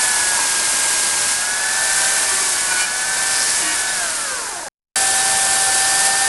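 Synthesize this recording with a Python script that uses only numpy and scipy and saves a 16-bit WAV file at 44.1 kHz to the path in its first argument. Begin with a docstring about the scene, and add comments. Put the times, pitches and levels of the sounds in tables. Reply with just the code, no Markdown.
"""Electric chainsaw hollowing a log

On a lawn, close to the microphone, a corded saw's whine sags as the chain bites the side of a log.
Links clatter on the sprocket, the bar rings and the cutters rasp. The trigger is let go and the saw
runs down; after a short silence it is at full speed on the end grain."""
import sys
import numpy as np
from scipy import signal
from scipy.fft import rfft, irfft
from scipy.io import wavfile
from scipy.ndimage import uniform_filter1d

SR = 44100
rng = np.random.default_rng(int(sys.argv[2]) if len(sys.argv) > 2 else 0)


def log_audio(samples):
    """Write samples as a 16-bit WAV file to the path given in sys.argv[1]."""
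    # one column per channel
    frames = np.atleast_2d(samples).T
    # limit to full scale, then quantise
    limited = np.clip(frames, -1, 1)
    pcm = np.round(limited * 32767).astype(np.int16)
    wavfile.write(sys.argv[1], SR, pcm)


N = 276943
TIME = np.arange(N) / SR
FAN_ORDER, LINKS_PER_TURN, GEAR = 4, 6, 16 / 55
TAUT_SPEED = 400  # motor turns/s below which the chain hangs slack
USUAL_BITE_DB, SINK_S = -19, .07  # SINK_S: time to sink into the groove or lift out
SILENCE_S, BAND_LIMIT_HZ = (4.685, 4.958), 12350

# motor sagging in each side stroke, running down, barely loaded on the end grain: t/s, speed/(turns/s)
SPEED_SIDE = [(0.0, 434.1), (0.44, 407.6), (0.6, 406.1), (1.32, 405.1), (1.65, 431.9), (1.84, 441.2),
              (2.11, 445.2), (2.36, 443.0), (2.53, 429.9), (2.79, 419.5), (2.84, 421.3), (3.08, 437.6),
              (3.26, 443.3), (3.46, 440.3), (3.59, 430.2), (3.79, 429.9), (3.92, 436.0), (3.94, 432.1)]
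SPEED_COAST = [(4.11, 367), (4.32, 301), (4.52, 223), (4.69, 145)]
SPEED_END = [(4.96, 442.7), (5.15, 442.7), (5.5, 445.5), (5.7, 442.5), (6.0, 447.2), (6.28, 449.7)]
# how hard the cutters bite on the side and on the end grain: t/s, bite/dB
BITE_SIDE = [(0.0, -19), (0.64, -20.5), (0.69, -19.5), (1.31, -20), (1.46, -23), (1.63, -23), (2.02, -18.5),
             (2.78, -21.5), (2.82, -18.5), (2.85, -25), (2.95, -24.5), (3.25, -20.5), (3.62, -20),
             (3.64, -21.5), (3.82, -22), (3.84, -24.5), (3.94, -23)]
BITE_END = [(4.98, -17), (5.17, -18), (6.02, -17.5), (6.062, -15.5), (6.104, -19), (6.23, -18)]
# the chain runs deep in the wood: start/s, end/s, relative depth
GROOVES = [(.39, 1.37, 2.2), (2.2, 2.65, 0.34), (3.44, 3.77, 0.6)]
# fan whine: t/s, level/dB
FAN_LEVEL = [(0, -25.5), (.5, -29), (1.3, -30.5), (1.72, -26.5), (2.4, -31.5), (2.6, -33.5), (3.25, -29.5),
             (3.6, -32.5), (4.02, -28.5), (4.11, -33.5), (4.69, -41.5), (4.96, -27.5), (5.55, -28.5),
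             (6.1, -25.5)]
# weaker motor tones: multiple of shaft speed, level/dB against the fan
SHAFT_TONES = [(1, -25.5), (2, -14), (6, -22.5), (8, -14.5)]
# how strongly the saw radiates a link tone: f/Hz, level/dB
LINK_RESPONSE = [(250, -46), (350, -38), (470, -39), (525, -36), (600, -41), (700, -31.5), (735, -41),
                 (775, -36.5), (900, -39.5), (1280, -43), (1420, -33.5), (1560, -29.5), (1700, -29.5),
                 (1850, -45), (2300, -39.5)]
# link tones: harmonic, change/dB per groove depth, change/dB on end grain, change/dB per speed halving
LINK_TONES = [(1, -8.5, 9.5, -7.5), (2, -16.5, -2, -1), (3, 1.5, -5, -0.5)]
# weaker chain tones against the rasp: multiple of sprocket speed, side level/dB, end-grain level/dB
SPROCKET_TONES = [(3.008, -30.5, -28), (5.02, -26.5, -23), (7.41, -23, -32), (9.07, -23.5, -32),
                  (10.95, -21, -18), (12.87, -21, -24), (15, -21, -27), (24.37, -21.5, -19.5),
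                  (30.03, -23, -17.5), (35.6, -20.5, -12.5), (41.7, -26.5, -25.5)]
# noise under load: side level/dB, end-grain level/dB, then change/dB per dB of bite,
# per groove depth and per speed halving
HOUSING_LAW = (-31.5, -30.5, .5, -0.1, -5.5)
BAR_LAW = (-32.5, -34, -0.05, -0.5, -2)
RASP_LAW = (-22.5, -24, 0.77, 0.2, -9.5)
HISS_LAW = (-19.5, -20, 1.08, 0.1, -10.5)
# noise spectra at the microphone, saw on the side or the end grain: f/Hz, relative level/dB
HOUSING_SIDE = [(20, -11), (100, -13), (220, -11), (350, -9.5), (480, -10), (640, -3.5), (760, -9.5),
                (910, -0.5), (1150, -4.5), (1330, -4.5), (1600, -23), (2500, -56.5)]
HOUSING_END = [(20, -9), (100, -7), (300, -6.5), (480, -4), (680, 1), (790, -2), (900, 0.5), (1200, 0),
               (1350, -0.5), (1600, -11), (2500, -60)]
RASP_SIDE = [(900, -51.5), (1600, -9), (2000, -3), (2400, -3), (3300, -6), (4200, -3), (4900, -1),
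             (5700, -1), (6500, -0.5), (7500, -5.5), (10000, -45)]
RASP_END = [(900, -50), (1600, -8.5), (2000, -4), (2400, -2), (3200, -3.5), (4200, -2), (4900, 0.5),
            (5700, -0.5), (6500, 0), (7500, -14), (10000, -45)]
HISS_SPECTRUM = [(4000, -49.5), (6000, -17.5), (6900, -4.5), (7600, -0.5), (8600, 1), (10200, 1),
                 (10800, -2.5), (11300, -7), (11800, -18), (12300, -26.5), (14000, -66.5)]
# guide bar modes: f/Hz, width/Hz, relative level/dB
BAR_MODES = [(1444, 150, -1), (1570, 300, 0.5), (1762, 140, -2)]
# passing resonances of housing, bar and log: start/s, end/s, f/Hz, width/Hz, level/dB
SAW_AND_WOOD_RINGS = [(0, 1.352, 966, 260, -37), (0, 0.296, 920, 150, -42), (0, 1.35, 301, 60, -49),
                      (0.179, 0.233, 948, 50, -29.5), (0.327, 0.478, 957, 180, -36),
                      (1.447, 2.5, 643, 70, -42.5), (1.596, 2.198, 1545, 200, -32.5),
                      (2.68, 2.75, 926, 60, -33.5), (2.66, 2.86, 1490, 90, -32),
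                      (2.7, 2.86, 2360, 200, -38), (3.259, 3.577, 5200, 1600, -27),
                      (3.45, 3.802, 320, 70, -46.5), (3.55, 4.099, 680, 160, -44),
                      (3.87, 3.94, 3770, 60, -36), (5.68, 6.28, 4930, 900, -30.5)]
# spells of chatter: start/s, end/s, gain/dB, voice (0 squeal, 1 knock, 2 growl)
CHATTER_SPELLS = [(0.288, 1.35, -51, 0), (0.253, .9, -47, 2), (2.17, 2.515, -36.5, 2),
                  (2.49, 2.803, -40, 2), (2.68, 2.79, -38.5, 0), (2.775, 2.86, -28, 0),
                  (3.35, 3.62, -58, 2), (3.61, 3.754, -36.5, 1)]
# chatter partials: multiple of sprocket speed, relative level/dB in a squeal, a knock, a growl
CHATTER_TONES = [(2.494, -31.5, -2.5, -18.5), (2.986, -20, -10.5, -6), (5.6, -32, -1.5, -33),
                 (7.39, -13, -19, -9.5), (8.97, -21, 0, 0), (12.04, 5, 2, -20), (15, -15, 4.5, -10),
                 (18.05, -8, 1, -7.5), (19.5, 0.5, 1, -10.5), (22.7, -18, 3, -23.5),
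                 (24.2, -3.5, -2, -22.5), (36.3, -7, -11, -24)]
# a faint, thin high tone gliding upward: t/s, f/Hz, level/dB
HIGH_GLIDE = [(4.1, 8070, -52), (4.14, 8530, -30), (4.18, 9050, -31.5), (4.24, 9800, -34),
              (4.29, 10270, -55)]


def gain_of(db):
    """Decibels to a factor."""
    return 10 ** (np.asarray(db) / 20)


def unit_rms(x):
    """Scales to rms 1."""
    return x / np.sqrt(np.mean(x ** 2) + 1e-20)


def curves(rows):
    """Each column after the first as a curve over time."""
    times, *columns = np.transpose(rows)
    return [np.interp(TIME, times, column) for column in columns]


def shaped(x, spectrum):
    """Colours x with a spectrum, at rms 1."""
    hz, db = np.transpose(spectrum)
    bins_hz = np.fft.rfftfreq(N, 1 / SR)
    response = gain_of(np.interp(np.log(bins_hz + 1), np.log(hz), db))
    return unit_rms(irfft(rfft(x) * response, N))


def drift(rate_hz):
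    """A random wander of rms 1."""
    knots = rng.standard_normal(N // 20)
    return unit_rms(np.interp(TIME * rate_hz, np.arange(len(knots)), knots))


def tone(turns, flutter_db):
    """A sine on a running phase, with a fluttering level."""
    sine = np.sqrt(2) * np.sin(2 * np.pi * (turns + rng.random()))
    return sine * unit_rms(gain_of(flutter_db * drift(45)))


def swell(start, end):
    """A rounded arch between two times."""
    progress = np.clip((TIME - start) / (end - start), 0, 1)
    return 2 * np.sqrt(progress * (1 - progress))


def resonate(x, hz, width):
    """A resonance applied twice, for steep skirts."""
    b, a = signal.iirpeak(hz, hz / width, fs=SR)
    return signal.lfilter(b, a, signal.lfilter(b, a, x))


def impacts(links, spread_db, decay, steady):
    """Each link gives a burst of its own size (decay in link periods) over steady sliding noise."""
    link_index = (links - links.min() // 1).astype(int)
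    sizes = gain_of(spread_db * np.clip(rng.standard_normal(N // 20), -2.3, 2.3))
    bursts = unit_rms(sizes[link_index] * np.exp(-(links % 1) / decay))
    return rng.standard_normal(N) * np.sqrt(bursts ** 2 + steady ** 2)


def motor(shaft):
    """The cooling fan whines over weaker shaft tones."""
    fan_db, = curves(FAN_LEVEL)
    weaker = sum(gain_of(db) * tone(order * shaft, flutter_db=1) for order, db in SHAFT_TONES)
    return gain_of(fan_db) * (tone(FAN_ORDER * shaft, flutter_db=.37) + weaker)


def link_tones(links, speed, end_grain, depth, halvings):
    """Links drop onto the sprocket in step; their tones swell as they pass the saw's resonances."""
    hz, db = np.transpose(LINK_RESPONSE)
    link_hz = LINKS_PER_TURN * GEAR * speed
    sound = np.zeros(N)
    for harmonic, groove_db, end_db, halving_db in LINK_TONES:
        radiated_db = np.interp(np.log(harmonic * link_hz), np.log(hz), db)
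        change_db = groove_db * depth + end_db * end_grain + halving_db * halvings
        sound += gain_of(radiated_db + change_db) * tone(harmonic * links, flutter_db=1.5)
    return sound


def sprocket_tones(sprocket, end_grain):
    """Unlike links and teeth add weaker tones around those of the links."""
    return sum(gain_of(np.where(end_grain, end_db, side_db)) * tone(order * sprocket, flutter_db=3)
               for order, side_db, end_db in SPROCKET_TONES)


def housing_clatter(links, slap, end_grain):
    """Links knock on the sprocket and sound through the housing."""
    knocks = slap * impacts(links, spread_db=.5, decay=.4, steady=.76)
    return np.where(end_grain, shaped(knocks, HOUSING_END), shaped(knocks, HOUSING_SIDE))


def cutter_rasp(links, chips, end_grain):
    """Cutters tear out chips, with one colour along the side and another on the end grain."""
    cuts = chips * impacts(links, spread_db=2, decay=.56, steady=1.6)
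    return np.where(end_grain, shaped(cuts, RASP_END), shaped(cuts, RASP_SIDE))


def cutter_hiss(links, chips):
    """The biting cutters hiss high up, pulsing with each link."""
    return chips * shaped(impacts(links, spread_db=2, decay=.31, steady=1.18), HISS_SPECTRUM)


def bar_ring(links):
    """Link impacts ring the steel guide bar in a few damped modes."""
    modes = (gain_of(db) * resonate(impacts(links, spread_db=5, decay=.24, steady=.45), hz, width)
             for hz, width, db in BAR_MODES)
    return unit_rms(sum(modes))


def saw_and_wood_rings(links):
    """The chain excites passing resonances of housing, bar and log, in the cut or running free."""
    blows = impacts(links, spread_db=6.5, decay=.21, steady=.56)
    return sum(gain_of(db) * swell(start, end) * unit_rms(resonate(blows, hz, width))
               for start, end, hz, width, db in SAW_AND_WOOD_RINGS)


def chatter(sprocket):
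    """The cutters bounce in the groove in step with the chain."""
    orders, *voice_dbs = np.transpose(CHATTER_TONES)
    partials = np.array([tone(order * sprocket, flutter_db=2.5) for order in orders])
    voices = gain_of(voice_dbs) @ partials
    return sum(gain_of(db) * swell(start, end) * voices[round(voice)]
               for start, end, db, voice in CHATTER_SPELLS)


def high_glide():
    """A faint, thin high tone glides upward, separate from the saw."""
    hz, db = curves(HIGH_GLIDE)
    sounding = (TIME > HIGH_GLIDE[0][0]) & (TIME < HIGH_GLIDE[-1][0])
    turns = np.cumsum(hz + 20 * drift(280)) / SR
    return sounding * gain_of(db) * tone(turns, flutter_db=0)


def scene():
    """The saw from close by, in mono: one shaft speed drives fan, sprocket and chain."""
    end_grain = TIME > np.mean(SILENCE_S)
    speed, = curves([*SPEED_SIDE, *SPEED_COAST, *SPEED_END])
    release_s, release_speed = SPEED_SIDE[-1]
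    coasting = (TIME > release_s) & ~end_grain
    halvings = coasting * np.log2(release_speed / speed)
    depth = sum(deep * np.clip(np.minimum(TIME - start, end - TIME) / SINK_S + .5, 0, 1)
                for start, end, deep in GROOVES)
    bite_db = curves([*BITE_SIDE, *BITE_END])[0] - USUAL_BITE_DB

    def level(law):
        """A noise's gain as it follows bite, groove depth and falling speed."""
        side_db, end_db, per_bite, groove_db, halving_db = law
        base_db = np.where(end_grain, end_db, side_db)
        return gain_of(base_db + per_bite * bite_db + groove_db * depth + halving_db * halvings)

    slack = np.clip(1 - speed / TAUT_SPEED, 0, 1)
    shaft = np.cumsum(speed * (1 + .0005 * drift(25))) / SR  # angle in turns
    sprocket = GEAR * shaft + (.002 + .031 * slack) * drift(70)  # a slack chain jerks
    slap = gain_of(slack * (4.7 * drift(130) - .5))  # and meets the sprocket unevenly
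    links = LINKS_PER_TURN * sprocket
    chips = unit_rms(gain_of(.4 * drift(110)))  # chips vary in size
    saw = motor(shaft)
    saw += slap * link_tones(links, speed, end_grain, depth, halvings)
    saw += slap * level(RASP_LAW) * sprocket_tones(sprocket, end_grain)
    saw += level(HOUSING_LAW) * housing_clatter(links, slap, end_grain)
    saw += level(RASP_LAW) * cutter_rasp(links, chips, end_grain)
    saw += level(HISS_LAW) * cutter_hiss(links, chips)
    saw += level(BAR_LAW) * bar_ring(links)
    return (saw + saw_and_wood_rings(links) + chatter(sprocket) + high_glide())[None]


def record(dry):
    """Peaks rounded off and top treble cut at the microphone; between the two scenes, a brief silence over a
    faint noise floor."""
    rounded = dry / (1 + (dry / .72) ** 6) ** (1 / 6)
    audible = (TIME < SILENCE_S[0]) | (TIME > SILENCE_S[1])
    gate = uniform_filter1d(audible.astype(float), size=24)
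    floor_spectrum = [(5, 0), (30, -22.5), (100, -31), (1000, -45), (12000, -50.5)]  # f/Hz, level/dB
    floor = gain_of(-92.5) * shaped(rng.standard_normal(N), floor_spectrum)
    lowpass = signal.firwin(511, BAND_LIMIT_HZ, window=("kaiser", 9), fs=SR)
    return signal.oaconvolve(rounded * gate + floor, lowpass[None], "same")


dry = scene()
out = record(dry)
log_audio(out)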